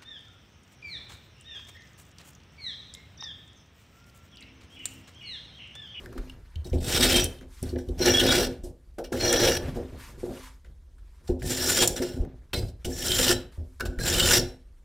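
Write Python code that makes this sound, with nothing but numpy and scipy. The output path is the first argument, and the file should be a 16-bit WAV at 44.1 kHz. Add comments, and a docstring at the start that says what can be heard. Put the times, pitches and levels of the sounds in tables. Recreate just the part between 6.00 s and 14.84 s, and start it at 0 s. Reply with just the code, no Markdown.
"""Stick-slip and modal ringing of a knife on abrasive discs

A steel knife is pulled six times through two abrasive discs on a wooden block on a workbench, heard close.
Random grit impulses excite the modes of the blade; the drag shakes the modes of bench top and frame. During and
between the pulls short bursts ring the blade as ticks and the bench as knocks. Filtered noise gives soft rushes
between the pulls: rubbing, and pulls dying away in the room. Sparse decaying taps give the room, and steady
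coloured noise its still air; left and right differ a little, in the treble only."""
import sys
import numpy as np
from scipy import signal
from scipy.fft import rfft, irfft, next_fast_len
from scipy.io import wavfile
from scipy.ndimage import uniform_filter1d

SR = 44100
rng = np.random.default_rng(int(sys.argv[2]) if len(sys.argv) > 2 else 0)


def store_wav(level_fs):
    """Save 16-bit WAV to argv[1]."""
    pcm = np.round(np.clip(np.atleast_2d(level_fs), -1, 1) * 32767)
    wavfile.write(sys.argv[1], SR, pcm.T.astype(np.int16))


N = 389844  # samples in the scene

# Drag of the edge on the grit, one curve a pull: t/s, level/dB
DRAG_CURVES = [
    [(0.8, -53), (0.876, -33), (0.976, -20.5), (0.99, -29.5), (1.03, -20), (1.146, -23), (1.174, -19),
     (1.235, -33.5), (1.27, -40)],
    [(1.975, -48.5), (2.012, -31), (2.082, -20), (2.2, -29), (2.22, -25.5), (2.328, -20.5), (2.438, -26.5),
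     (2.48, -43)],
    [(3.14, -45), (3.258, -23), (3.314, -28.5), (3.33, -23), (3.394, -27), (3.442, -21), (3.562, -32.5),
     (3.58, -24)],
    [(5.425, -55.5), (5.509, -31.5), (5.561, -37), (5.707, -25.5), (5.745, -29.5), (5.829, -21),
     (5.87, -31.5)],
    [(6.845, -26), (6.879, -54), (7.045, -36), (7.067, -31), (7.329, -21.5), (7.35, -57)],
    [(7.985, -47.5), (8.073, -26.5), (8.2, -27), (8.313, -21), (8.381, -18), (8.39, -28.5)],
]
# How knife and block are held in each pull: index of the grip
PULL_GRIPS = (0, 1, 1, 2, 2, 2)
# For each pull, at full drag: brightness at heel/dB, brightness at tip/dB, bench top level/dB,
# frame level/dB, lift of the top's upper modes/dB
PULL_COLOURS = [(0, -2.5, -24.5, -30.5, -2.5), (-6.5, -2, -22.5, -31.5, 1.2), (-5.5, -2.5, -24, -33, 9.5),
                (2, 1.5, -25.5, -36.5, -6), (2, -0.4, -29, -34, -4.5), (-1.5, 1.3, -28, -28, 0.5)]
# Modes of blade and discs: f/Hz, width/Hz, half waves along the edge, start of the pattern/half waves,
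# then relative level/dB in each of three grips
BLADE_MODES = [(1470, 57, 1.5, 0.12, -11.5, -6.5, -1), (1737, 62, 1.4, 0.53, -22.5, -3.5, -3),
               (2030, 14, 0.92, 0.098, -9.5, -13.5, -14.5), (2323, 31, 2, 0.5, -3.5, -3.5, -24.5),
               (2594, 50, 1, 0.073, 1.5, -22.5, -22), (2820, 30, 1.8, .4, -8.5, -1.5, -2.5),
               (3110, 20, 1.3, 0.54, -6, -19.5, -3), (3338, 34, 0.98, 0.43, -10.5, -7.5, -27),
               (3695, 73, 2.7, 0.83, 1.5, -13, -10), (3903, 20, 2.6, 0.91, -1, -7, -8.5),
               (4080, 97, 1.2, 0.34, -5, -5.5, -7), (4390, 20, 2.6, 0.59, 3, -4, -5),
               (4955, 66, 1.2, 0.14, -8, -19.5, -4.5), (5080, 70, 1.9, 0.38, -19.5, -16.5, -12),
               (5340, 27, 2.3, 0.22, -11, -11.5, 1), (5720, 52, 0.85, 0.046, -7.5, 4.5, -1),
               (7200, 210, 2.3, 0.36, -13, -8.5, 0.5), (7580, 120, 2.2, 0.73, -6.5, -13, 0.5),
               (8020, 290, 2, 0.22, -6, -15, -16), (8310, 230, 3.1, 0.63, -5.5, -14, -11),
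               (9580, 84, 1.2, 0.18, -17, -15, -2.5), (11000, 50, 1.1, .1, -15, -20.5, -26.5),
               (12350, 43, 1.2, .7, -12, -22.5, -20.5), (13660, 200, 1.1, .3, -18, -26, -10.5)]
# Tearing between the modes: f/Hz, relative level/dB per Hz
TEARING_SPECTRUM = [(410, -34.5), (700, -3.5), (1130, -11), (1470, -2.5), (2430, -6), (3240, -1.5),
                    (4460, -5), (5650, -0.5), (6370, -8.5), (15200, -13), (16500, -27)]
# Light rubs of the blade as it is set down or lifted: t/s, drag level/dB, t60/s, brightness/dB
GRAZES = [(0.643, -56, 0.24, 10.5), (0.727, -48.5, 0.29, 2), (1.628, -43.5, 0.096, 3),
          (1.652, -48, 0.38, -2.5), (1.69, -48.5, .1, 2), (1.775, -50, .25, 2), (1.883, -54, .08, 6),
          (2.982, -42.5, 0.1, -0.5), (3.038, -32.5, 0.087, -6), (3.118, -39, 0.31, 1),
          (5.272, -39.5, 0.14, -3), (5.388, -52, 0.15, 1), (5.42, -36, .05, 4), (5.885, -50.5, 0.39, 14),
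          (5.958, -28.5, 0.17, -1.3), (6.014, -35, 0.47, -2.5), (6.531, -14.5, 0.059, -9),
          (6.549, -42.5, 0.33, 7), (6.68, -59, .1, 13), (7.8, -27.5, .07, -5.5),
          (7.851, -28.5, 0.075, -1.5), (7.88, -57, 0.58, -3)]
# How the knife is held in each graze: index of the grip
GRAZE_GRIPS = (0, 0, 1, 1, 1, 1, 1, 1, 1, 1, 2, 2, 2, 2, 2, 2, 0, 0, 0, 2, 2, 2)
# Short bright clicks, alone or within the rasp of a pull: t/s, peak level/dB, strongest f/Hz, length/s
TICKS = [(0.059, -34.5, 1600, 0.0014), (0.127, -44, 1500, 0.003), (0.1775, -35.5, 1470, 0.0056),
         (0.278, -62, 2870, 0.0023), (0.2965, -35.5, 3070, 0.0024), (0.5567, -35, 3100, 0.0019),
         (0.644, -43, 4040, 0.0048), (0.698, -44, 5330, 0.0043), (0.7297, -38.5, 2340, 0.0028),
         (0.7811, -44, 4000, 0.0076), (1.2416, -15, 9000, 0.0028), (1.3844, -49, 3240, 0.0046),
         (1.411, -43, 1470, 0.0019), (1.6273, -26.5, 9400, 0.0022), (1.655, -46, 3660, 0.0051),
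         (1.689, -38.5, 4400, 0.0091), (1.758, -40.5, 1710, 0.0044), (1.7858, -41.5, 1690, 0.0083),
         (1.8861, -44, 3600, 0.0039), (1.991, -31.5, 5640, 0.0031), (2.0598, -12, 5840, 0.0014),
         (2.1962, -12, 3200, 0.0097), (2.64, -50, 5400, 0.0089), (2.9831, -35.5, 1330, 0.0094),
         (3.0433, -37.5, 5200, 0.0046), (3.1246, -28, 1480, 0.014), (3.153, -33, 1700, 0.0026),
         (3.327, -11, 7600, 0.002), (4.6458, -49.5, 1820, 0.004), (4.982, -56.5, 1580, 0.0043),
         (5.276, -47, 4900, 0.0051), (5.393, -62, 1480, 0.004), (5.4195, -32, 1790, 0.0014),
         (5.8747, -8, 7800, 0.0039), (5.9638, -26, 5630, 0.0017), (6.0205, -31.5, 5350, 0.0082),
         (6.2487, -47.5, 1350, 0.0038), (6.537, -24.5, 3940, 0.01), (6.5887, -35, 4940, 0.0034),
         (6.628, -43.5, 1400, 0.0044), (6.684, -48, 4170, 0.0047), (6.846, -32.5, 2790, 0.0036),
         (7.0808, -18, 5520, 0.003), (7.1165, -14.5, 3380, 0.0026), (7.1882, -15, 3200, 0.0021),
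         (7.2794, -12.5, 3180, 0.0026), (7.5223, -52, 1290, 0.0033), (7.798, -32, 1480, 0.0028),
         (7.807, -20.5, 1480, 0.0029), (7.856, -33, 1480, 0.0033), (7.9872, -29.5, 1640, 0.0035),
         (8.098, -16, 5560, 0.0044), (8.147, -21, 2960, 0.0029), (8.1964, -11, 3150, 0.006),
         (8.2871, -15, 3090, 0.004), (8.3935, -18.5, 5400, 0.0063)]
# Blade singing on one mode, by locked chatter or lifted free: t/s, hold/s, f/Hz, rms level/dB, t60/s
SONGS = [(.643, .015, 3840, -59, .25), (1.12, .065, 3170, -30.5, .17), (1.2, .02, 5800, -34, 0.11),
         (1.245, .012, 3110, -43.5, .31), (1.996, .14, 5645, -30.5, 0.14), (2.006, .086, 4160, -35, .12),
         (2.128, .081, 3340, -27, .096), (2.235, .035, 5100, -35.5, .1), (2.245, .11, 3370, -31, 0.097),
         (2.268, .037, 3780, -31.5, 0.11), (2.375, .06, 5680, -43, .14), (3.191, .096, 4240, -34.5, .084),
         (3.197, .35, 5700, -32, .12), (3.284, .087, 3300, -36, .1), (3.318, .24, 1710, -39, .16),
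         (3.414, .04, 4230, -38.5, .068), (3.423, .1, 2884, -42, .1), (5.422, .1, 1790, -49, .2),
         (5.559, .29, 1728, -42, .1), (5.595, .21, 5640, -35.5, .093), (5.657, .2, 7060, -34, .058),
         (5.779, .057, 3270, -32.5, 0.086), (6.015, .12, 5580, -60, .2), (6.542, .023, 4040, -40, .18),
         (6.545, .05, 4930, -48, .25), (6.546, .014, 2165, -41, .12), (6.902, .12, 1750, -52, .12),
         (6.911, .14, 5630, -45.5, 0.11), (7.057, .24, 3130, -34.5, .16), (7.153, .16, 7170, -40, 0.064),
         (7.306, .021, 5500, -39.5, .2), (7.328, .03, 3930, -46.5, .3), (7.803, .011, 1488, -30, .14),
         (7.83, .15, 1500, -60, .28), (7.985, .1, 1625, -43, .13), (7.986, .1, 4120, -43, .09),
         (8.062, .33, 7050, -40.5, .08), (8.141, .12, 3020, -32, 0.11), (8.22, .036, 3630, -31, .11),
         (8.33, .043, 5480, -31, 0.15), (8.402, .018, 3970, -46, .28), (8.409, .017, 5480, -47.5, .3)]
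# Modes of bench top and block: f/Hz, width/Hz, relative level/dB
TOP_MODES = [(221, 5.3, -10), (258.2, 7.9, 14), (324, 34, -2), (357.4, 16.3, 15), (408, 15, 7),
             (475.3, 18, 11), (528.2, 14, 7.5), (580, 12, -2), (650, 19, -19), (740, 23, -24.5),
             (850, 25, -30), (306, 65, -13), (600, 72, -14), (730, 230, -11)]
# Modes of the bench frame: f/Hz, width/Hz, relative level/dB
FRAME_MODES = [(32.2, 21, -4.5), (40, 19, 3.5), (49.7, 11, -6), (67, 6.8, -6), (78.86, 7.6, 9.5),
               (98, 4, -3.5), (107.2, 4.7, 5.5), (124, 5.3, -11), (138, 3, -7)]
# Block on the bench top: t/s, peak level/dB, strongest f/Hz, length/s
KNOCKS = [(0.058, -43, 348, 0.0042), (0.154, -31, 318, 0.0037), (0.654, -35, 352, 0.0021),
          (0.732, -21, 241, 0.0038), (1, -17.5, 243, 0.0022), (1.051, -29, 246, 0.001),
          (1.408, -44, 248, 0.0029), (1.627, -27, 255, 0.0038), (1.728, -23.5, 358, 0.0012),
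          (1.757, -23, 376, 0.0037), (1.888, -24, 350, 0.0015), (2.003, -18, 362, 0.0036),
          (2.071, -15.5, 392, 0.0015), (2.637, -33.5, 360, 0.0047), (2.979, -35, 597, 0.0087),
          (3.13, -28, 385, 0.0073), (3.151, -32, 363, 0.0033), (3.618, -30, 366, 0.003),
          (3.757, -26, 250, 0.0027), (4.093, -46, 242, 0.004), (4.177, -42, 358, 0.0029),
          (4.231, -21, 362, 0.0016), (4.641, -59, 349, 0.003), (5.292, -16, 343, 0.0039),
          (5.998, -27, 245, 0.0032), (6.166, -30, 246, 0.001), (6.531, -30.5, 346, 0.0075),
          (6.862, -35, 372, 0.0044), (7.19, -20, 554, 0.003), (7.291, -18, 372, 0.0035),
          (7.802, -43, 751, 0.0028), (7.989, -28.5, 555, 0.0033), (8.396, -24.5, 353, 0.0041)]
# Pushes that rock the frame: t/s, peak level/dB, strongest f/Hz, length/s
PUSHES = [(0.177, -26.5, 33.2, 0.0095), (0.559, -25, 64.7, 0.018), (0.718, -15, 53.4, 0.004),
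          (1.618, -33, 111, 0.013), (1.731, -28, 78.1, 0.011), (1.876, -24.5, 53.5, 0.0082),
          (2.633, -32.5, 46.2, 0.01), (3.158, -32.5, 80.7, 0.0084), (4.124, -50, 53.8, 0.01),
          (5.291, -22.5, 79.5, 0.011), (5.3, -23, 40, 0.0054), (6.2, -18, 40, 0.004),
          (6.575, -22, 98.4, 0.019), (6.851, -31, 54.5, 0.0085), (7.267, -47, 86.1, 0.01),
          (7.58, -27, 82, 0.0061), (7.854, -23, 53, 0.019), (7.977, -24.5, 40.4, 0.0084)]
# Block rocked or shifted: t/s, hold/s, bench top level/dB, frame level/dB, lift of the upper modes/dB
JOLTS = [(-.01, 0.15, -47, -48, -11), (.16, 0.044, -41, -45.5, -18), (0.29, .12, -70, -51.5, 8),
         (0.547, .08, -60, -55, -6), (.645, 0.017, -52.5, -36.5, -6), (.728, 0.034, -36.5, -26.5, -22),
         (1.41, .02, -47.5, -48, -12), (1.625, 0.07, -42.5, -36.5, -17), (1.75, 0.013, -29.5, -41.5, -5),
         (1.885, 0.044, -43.5, -37.5, -13), (2.635, 0.02, -39, -49, -2), (2.68, 0.027, -63, -50, -2.5),
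         (2.98, 0.0069, -33, -54.5, 12.5), (3.05, 0.019, -45, -55, 0), (3.116, 0.029, -25, -43, -4),
         (3.397, 0.079, -23.5, -32, 7.5), (3.62, 0.061, -36, -32, -8), (3.755, 0.038, -29.5, -34, -8),
         (3.92, 0.023, -44, -41.5, -3), (4.07, 0.17, -59, -47.5, 6), (4.232, 0.083, -33, -44, -5),
         (4.645, .01, -62.5, -55, 2.5), (5.2, 0.1, -65, -56.5, -2), (5.287, 0.031, -30, -37, -4),
         (5.415, 0.08, -40, -33, -2), (5.798, 0.032, -26.5, -37, 0), (5.88, 0.18, -36, -43, 6),
         (6.0, 0.019, -25, -43, -12), (6.14, 0.091, -39.5, -33.5, -14), (6.531, 0.016, -31, -33.5, 4),
         (6.59, 0.038, -37, -33, -15), (6.855, .02, -30.5, -33, -5), (7.57, 0.04, -45, -47, -18),
         (7.8, 0.11, -36, -37.5, -9)]
# Soft rushes of noise, rubbing and pulls dying away in the room: t/s, hold/s, level/dB, brightness/dB
RUSHES = [(-.05, 0.061, -53.5, -4.5), (0.07, 0.16, -56.5, -7), (0.297, 0.21, -65.5, -6),
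          (0.573, 0.14, -64, -8), (1.273, 0.035, -52.5, -1), (1.404, 0.0044, -58, -5.5),
          (1.458, 0.16, -59, 2), (1.803, 0.14, -65, 0), (2.488, 0.026, -55.5, -3),
          (2.631, 0.0068, -66, 19.5), (3.582, 0.066, -45, -6.5), (3.737, 0.024, -48.5, -5),
          (3.77, 0.12, -57, -6), (3.955, 0.086, -49, -2), (4.169, 0.059, -56.5, 2), (4.264, .13, -49.5, -2),
          (4.647, .01, -66.5, -5), (4.98, .005, -68.5, -3.5), (5.017, 0.13, -69.5, -3),
          (5.22, 0.047, -65.5, 2), (6.188, .07, -66, -12), (6.26, 0.22, -71, -6.5), (6.79, .05, -67, -2),
          (7.372, 0.018, -54, -4), (7.511, 0.029, -58.5, -2), (7.56, 0.18, -74, 5), (8.46, 0.011, -62, 5)]
# Spectrum of the rushes: f/Hz, relative level/dB per Hz
RUSH_SPECTRUM = [(530, -32.5), (900, 4), (1600, 2), (1750, 2), (2760, -2.5), (3340, -2.5), (5680, -4),
                 (9090, -5), (14200, -11.5), (16000, -25)]
# Still air of the workshop: f/Hz, relative level/dB per Hz
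AIR_SPECTRUM = [(15, -31.5), (25, 7.5), (70, 9.5), (108, -36.5), (146, -16.5), (177, -27.5), (313, -38.5),
                (349, -21), (410, -41), (15200, -57), (16500, -63.5)]
# Reverberation of the room: f/Hz, t60/s
ROOM_DECAY = [(300, .6), (1100, 0.38), (3000, .34), (6000, 0.24), (9000, 0.24), (15000, 0.22)]

FULL_DRAG_DB = -23.5  # reference for brightness and bench level
BRIGHT_PER_DB, TOP_PER_DB, FRAME_PER_DB = -0.22, 0.76, 0.28  # how each follows the drag, dB per dB
BENCH_LAG_S = 0.019  # the heavy bench smooths the drag
JOLT_RISE_S, TOP_FADE_DB_PER_S, FRAME_FADE_DB_PER_S = 0.003, 182.5, 142.5
TOP_REST_DB, FRAME_REST_DB = -80.5, -62
WOOD_HZ = 772  # the wood carries little above this
RUSH_RISE_S, RUSH_RISE_PER_HOLD = 0.0048, 0.52  # longer rushes start more softly
RUSH_FADE_DB_PER_S, RUSH_REST_DB = 199, -76
SING_WIDTH, SING_WIDTH_PER_S = 0.0099, 0.08  # share of the pitch; a long song wanders and is broader
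CRACK_PER_PITCH, CRACK_WIDTH_HZ = 1.7, 7900  # the crack of a blow is a broad band above its pitch
AIR_DB = -49
WIDE_HZ = 2900  # left and right differ only above this
EDGE_HZ = 15900  # upper band limit


def blade():
    """Superposition: pulls, grazes, ticks and singing add linearly."""
    return pulls() + grazes() + ticks() + singing()


def pulls():
    """Friction drive: drag sets the force, and brightness falls as drag grows."""
    out = np.zeros(N)
    for curve, (heel_db, tip_db, *_), grip in zip(DRAG_CURVES, PULL_COLOURS, PULL_GRIPS):
        s, drag_db = np.transpose(curve)
        bright_db = np.interp(s, s[[0, -1]], [heel_db, tip_db])
        bright_db = bright_db + BRIGHT_PER_DB * (drag_db - FULL_DRAG_DB)
        add(out, s[0], rubbed_edge(s, drag_db, bright_db, grip))
    return out


def grazes():
    """Decaying friction: each light rub loses 30 dB of drag in half its t60."""
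    out = np.zeros(N)
    for (s, db, t60, bright_db), grip in zip(GRAZES, GRAZE_GRIPS):
        add(out, s, rubbed_edge([s, s + t60 / 2], [db, db - 30], [bright_db] * 2, grip))
    return out


def rubbed_edge(s, drag_db, bright_db, grip):
    """Modal excitation at a moving point: each mode swells and fades by its pattern along the edge."""
    t = np.arange(s[0], s[-1] + 0.1, 1 / SR)
    place = (t - s[0]) / (s[-1] - s[0])  # 0 at the heel, 1 at the tip
    landing = np.clip((t - s[0]) / 0.01, 0, 1)
    leaving = np.clip((s[-1] - t) / 0.0071, 0, 1)
    force = amp(np.interp(t, s, drag_db)) * landing * leaving
    grit = grains(len(t), per_s=20000, spread_db=2.3, clump_db=2.6, clump_per_s=150)
    lift = amp(np.interp(t, s, bright_db))
    rings = 0
    for hz, width, waves, start, *grip_db in BLADE_MODES:
        pattern = 0.25 + np.cos(np.pi * (waves * place + start)) ** 2
        tilt = lift ** np.log2(hz / 4000)  # brightness per octave from 4 kHz
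        flutter = amp(0.8 * wander(len(t), per_s=82))
        drive = grit * force * pattern * tilt * flutter
        rings = rings + amp(grip_db[grip]) * mode(drive, hz, width)
    tearing = patchy(coloured(grit, TEARING_SPECTRUM), depth_db=2.2)
    return amp(7) * rings + amp(-3) * force * brighter(tearing, lift)


def ticks():
    """Impulse response of damped modes: clicks ring the blade's modes at 5.5 times their width."""
    damped = [(m[0], 5.5 * m[1], np.mean(m[4:])) for m in BLADE_MODES]
    return blows(TICKS, damped, octaves=0.2, push=0, crack_db=-6.5, ring_s=0.15)


def singing():
    """Narrow-band resonance: noise confined to one mode starts softly, holds and decays freely."""
    out = np.zeros(N)
    noises = rng.standard_normal((len(SONGS), SR))
    for (s, hold, hz, db, t60), noise in zip(SONGS, noises):
        t = np.arange(round((hold + t60) * SR)) / SR
        width = hz * (SING_WIDTH + SING_WIDTH_PER_S * hold)
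        narrow = mode(mode(noise, hz, width), hz, 4.0 * width)
        tone = evened(narrow[-len(t):])  # the end, where the resonance has built up
        rise = np.minimum(t / (0.16 * hold), 1)
        decay_db = -60 * np.maximum(t - hold, 0) / t60
        add(out, s, tone * rise * amp(db + decay_db))
    return out * amp(2.9 * wander(N, per_s=190))  # roughness


def bench():
    """Low-pass transmission: wood passes the lower modes of top and frame, shaken or struck."""
    knocks = blows(KNOCKS, TOP_MODES, octaves=0.46, push=0.37, crack_db=-30.5, ring_s=0.35)
    pushes = blows(PUSHES, FRAME_MODES, octaves=0.25, push=2.5, crack_db=-80, ring_s=0.4)
    wood = signal.butter(6, WOOD_HZ, fs=SR, output="sos")
    return signal.sosfilt(wood, shaken_bench() + knocks + pushes)


def shaken_bench():
    """Forced vibration: uneven random impulses drive the modes of top and frame."""
    top_gain, frame_gain, lift = shaking()
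    judder = grains(N, per_s=1200, spread_db=2.0, clump_db=1.2, clump_per_s=40)
    sway = grains(N, per_s=300, spread_db=2.0, clump_db=0.8, clump_per_s=15)
    top = 0
    for hz, width, db in TOP_MODES:
        tilt = lift ** np.log2(hz / 350)  # lift per octave from 350 Hz
        top = top + amp(db) * mode(judder * top_gain * tilt, hz, width)
    frame = evened(sum(amp(db) * mode(sway, hz, width) for hz, width, db in FRAME_MODES))
    return amp(7.5) * top + frame * frame_gain


def shaking():
    """Addition of powers: pulls and jolts set the gains of top and frame and the lift of upper modes."""
    top, frame, weighted_lift = amp(2 * TOP_REST_DB), amp(2 * FRAME_REST_DB), 0
    shakes = []  # start, hold, top dB, frame dB, lift dB
    t = np.arange(0, N / SR + 0.01, 1e-3)
    for curve, (_, _, top_db, frame_db, up_db) in zip(DRAG_CURVES, PULL_COLOURS):
        s, drag_db = np.transpose(curve)
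        end = s[-1] - BENCH_LAG_S
        held_db = np.interp(np.minimum(t, end), s, drag_db)  # the last drag is held on
        over_db = uniform_filter1d(held_db - FULL_DRAG_DB, round(1000 * BENCH_LAG_S))
        shakes.append((s[0], s[-1] - s[0], top_db + TOP_PER_DB * over_db,
                       frame_db + FRAME_PER_DB * over_db, up_db))
    for s, hold, top_db, frame_db, up_db in shakes + list(JOLTS):
        power = amp(2 * top_db) * swell(s, hold, JOLT_RISE_S, TOP_FADE_DB_PER_S)
        top = top + power
        weighted_lift = weighted_lift + power * up_db
        frame = frame + amp(2 * frame_db) * swell(s, hold, JOLT_RISE_S, FRAME_FADE_DB_PER_S)
    return sampled(np.sqrt(top)), sampled(np.sqrt(frame)), sampled(amp(weighted_lift / top))


def blows(events, modes, octaves, push, crack_db, ring_s):
    """Impulsive excitation: a push with a noise burst rings the modes nearest its pitch the most."""
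    out, t = np.zeros(N), np.arange(round(ring_s * SR)) / SR
    bursts = rng.standard_normal((len(events), len(t)))
    for (s, db, near_hz, length), noise in zip(events, bursts):
        u = t / max(length, 2e-4)
        shape = (1 - np.exp(-8.0 * u)) * np.exp(-u)
        ring = 0
        for k, (hz, width, mode_db) in enumerate(modes):
            nearness = 1 / (1 + (np.log2(hz / near_hz) / octaves) ** 2)
            gain = (-1) ** k * amp(mode_db) * np.sqrt(1 / width)  # neighbours start in opposite sense
            ring = ring + gain * nearness * mode((noise + push) * shape, hz, width)
        crack = mode(noise * shape, min(CRACK_PER_PITCH * near_hz, SR / 4), CRACK_WIDTH_HZ)
        add(out, s, amp(db) * (ring / abs(ring).max() + amp(crack_db) * crack / abs(crack).max()))
    return out


def rushes():
    """Addition of powers in coloured noise: soft rushes add, and the loudest sets the brightness."""
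    rush = patchy(coloured(rng.standard_normal(N), RUSH_SPECTRUM), depth_db=2.2)
    rush = rush * amp(1.2 * wander(N, per_s=50))
    powers = []
    for s, hold, db, _ in RUSHES:
        rise = RUSH_RISE_S + RUSH_RISE_PER_HOLD * hold
        powers.append(amp(2 * db) * swell(s, hold, rise, RUSH_FADE_DB_PER_S))
    powers = np.array(powers)
    power = powers.sum(axis=0) + amp(2 * RUSH_REST_DB)
    bright_db = np.transpose(RUSHES)[3] @ powers / power
    return sampled(np.sqrt(power)) * brighter(rush, sampled(amp(bright_db)))


def room(x, count):
    """Reverberation: sparse taps of random sign decay at each band's own rate; one tail a row."""
    taps = np.zeros((count, SR // 2))
    slots = np.arange(150, SR // 2 - 20, 20)
    at = slots + rng.integers(0, 20, (count, len(slots)))
    np.put_along_axis(taps, at, rng.choice([-1.0, 1.0], at.shape), 1)
    hz, t, z = signal.stft(taps, SR, nperseg=256)
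    decay = amp(-60 * t / read(ROOM_DECAY, hz)[:, None])
    tail = signal.istft(z * decay, SR, nperseg=256)[1]
    return signal.fftconvolve(x[None], tail / np.linalg.norm(tail[0]), axes=1)[:, :N]


def stereo_smear(x):
    """Stereo spread: convolution with a short decaying noise of unit energy."""
    smear = rng.standard_normal(2048) * np.exp(-np.arange(2048) / 500.0)
    return signal.oaconvolve(x, smear / np.linalg.norm(smear))[:N]


def still_air():
    """Stationary background: steady noise shaped by the workshop's spectrum."""
    return amp(AIR_DB) * coloured(rng.standard_normal(N), AIR_SPECTRUM)


def mode(x, hz, width):
    """Two-pole resonance with a peak gain of 1."""
    r, turn = np.exp(-np.pi * width / SR), 2 * np.pi * hz / SR
    return (1 - r * r) / 2 * signal.lfilter([1, 0, -1], [1, -2 * r * np.cos(turn), r * r], x)


def grains(size, per_s, spread_db, clump_db, clump_per_s):
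    """Shot noise: impulses of random sign and size come in clumps, at rms 1."""
    draw = rng.random((3, size))
    sizes = amp(-spread_db * np.log(draw[0] + 3e-3)) * np.sign(draw[1] - 0.5)
    present = draw[2] < per_s / SR
    return evened(sizes * present * amp(clump_db * wander(size, clump_per_s)))


def wander(size, per_s):
    """Low-pass random modulation, softly bounded, of rms near 1."""
    span = max(round(SR / per_s), 1)
    smooth = uniform_filter1d(uniform_filter1d(rng.standard_normal(size), span), span)
    return 2 * np.tanh(evened(smooth) / 2)


def patchy(x, depth_db):
    """Time-frequency modulation: patches of the spectrum swell and fade by chance, at rms 1."""
    z = signal.stft(x, nperseg=256, noverlap=192)[2]
    patches = uniform_filter1d(rng.standard_normal(z.shape), size=5, axis=0)
    patches = uniform_filter1d(patches, size=14, axis=1)
    z = z * amp(depth_db * evened(patches))
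    return evened(signal.istft(z, nperseg=256, noverlap=192)[1][:len(x)])


def coloured(x, points):
    """Spectral shaping: multiplies the spectrum of x by a curve, at rms 1."""
    size = next_fast_len(len(x))
    gain = amp(read(points, np.fft.rfftfreq(size, 1 / SR)))
    return evened(irfft(rfft(x, size) * gain, size)[:len(x)])


def brighter(x, lift):
    """Band splitting: scales what a short moving average leaves, the treble."""
    low = uniform_filter1d(x, size=7)
    return low + lift * (x - low)


def swell(s, hold, rise, fade_db_per_s):
    """Exponential decay of power after a rise and a hold; one value a millisecond."""
    t = np.arange(0, N / SR + 0.01, 1e-3) - s
    fade = amp(-2 * fade_db_per_s * np.clip(t - rise - hold, 0, 2))
    return np.clip(t / rise, 0, 1) ** 2 * fade


def sampled(v):
    """Linear interpolation from one value a millisecond to one a sample."""
    return np.interp(np.arange(N) / SR, np.arange(len(v)) / 1000, v)


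def read(points, hz):
    """Interpolates a table over logarithmic frequency."""
    f, value = np.transpose(points)
    return np.interp(np.log(hz + 1), np.log(f + 1), value)


def amp(db):
    """Amplitude ratio of a level in dB."""
    return 10 ** (np.asarray(db) / 20)


def evened(x):
    """Normalisation to rms 1."""
    return x / np.sqrt(np.mean(x ** 2) + 1e-20)


def add(mix, s, sound):
    """Superposes a sound on the mix, in place, from time s in seconds."""
    part = mix[round(s * SR):][:len(sound)]
    part += sound[:len(part)]


def scene():
    """Mid and side: the mid carries every source; left and right differ a little, only in the treble."""
    near = blade() + rushes()
    both, apart = room(near, count=2)
    apart = amp(-22) * apart + amp(-13.5) * stereo_smear(near)
    mid = near + amp(-12.5) * both + bench() + still_air()
    treble = signal.butter(10, WIDE_HZ, "high", fs=SR, output="sos")
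    side = signal.sosfilt(treble, apart)
    return np.array([mid + side, mid - side])


def record(dry):
    """Band limitation: a linear-phase low-pass filter."""
    low_pass = signal.firwin(255, EDGE_HZ, window=("kaiser", 9), fs=SR)
    return signal.oaconvolve(dry, low_pass[None], "same")


dry = scene()
out = record(dry)
store_wav(out)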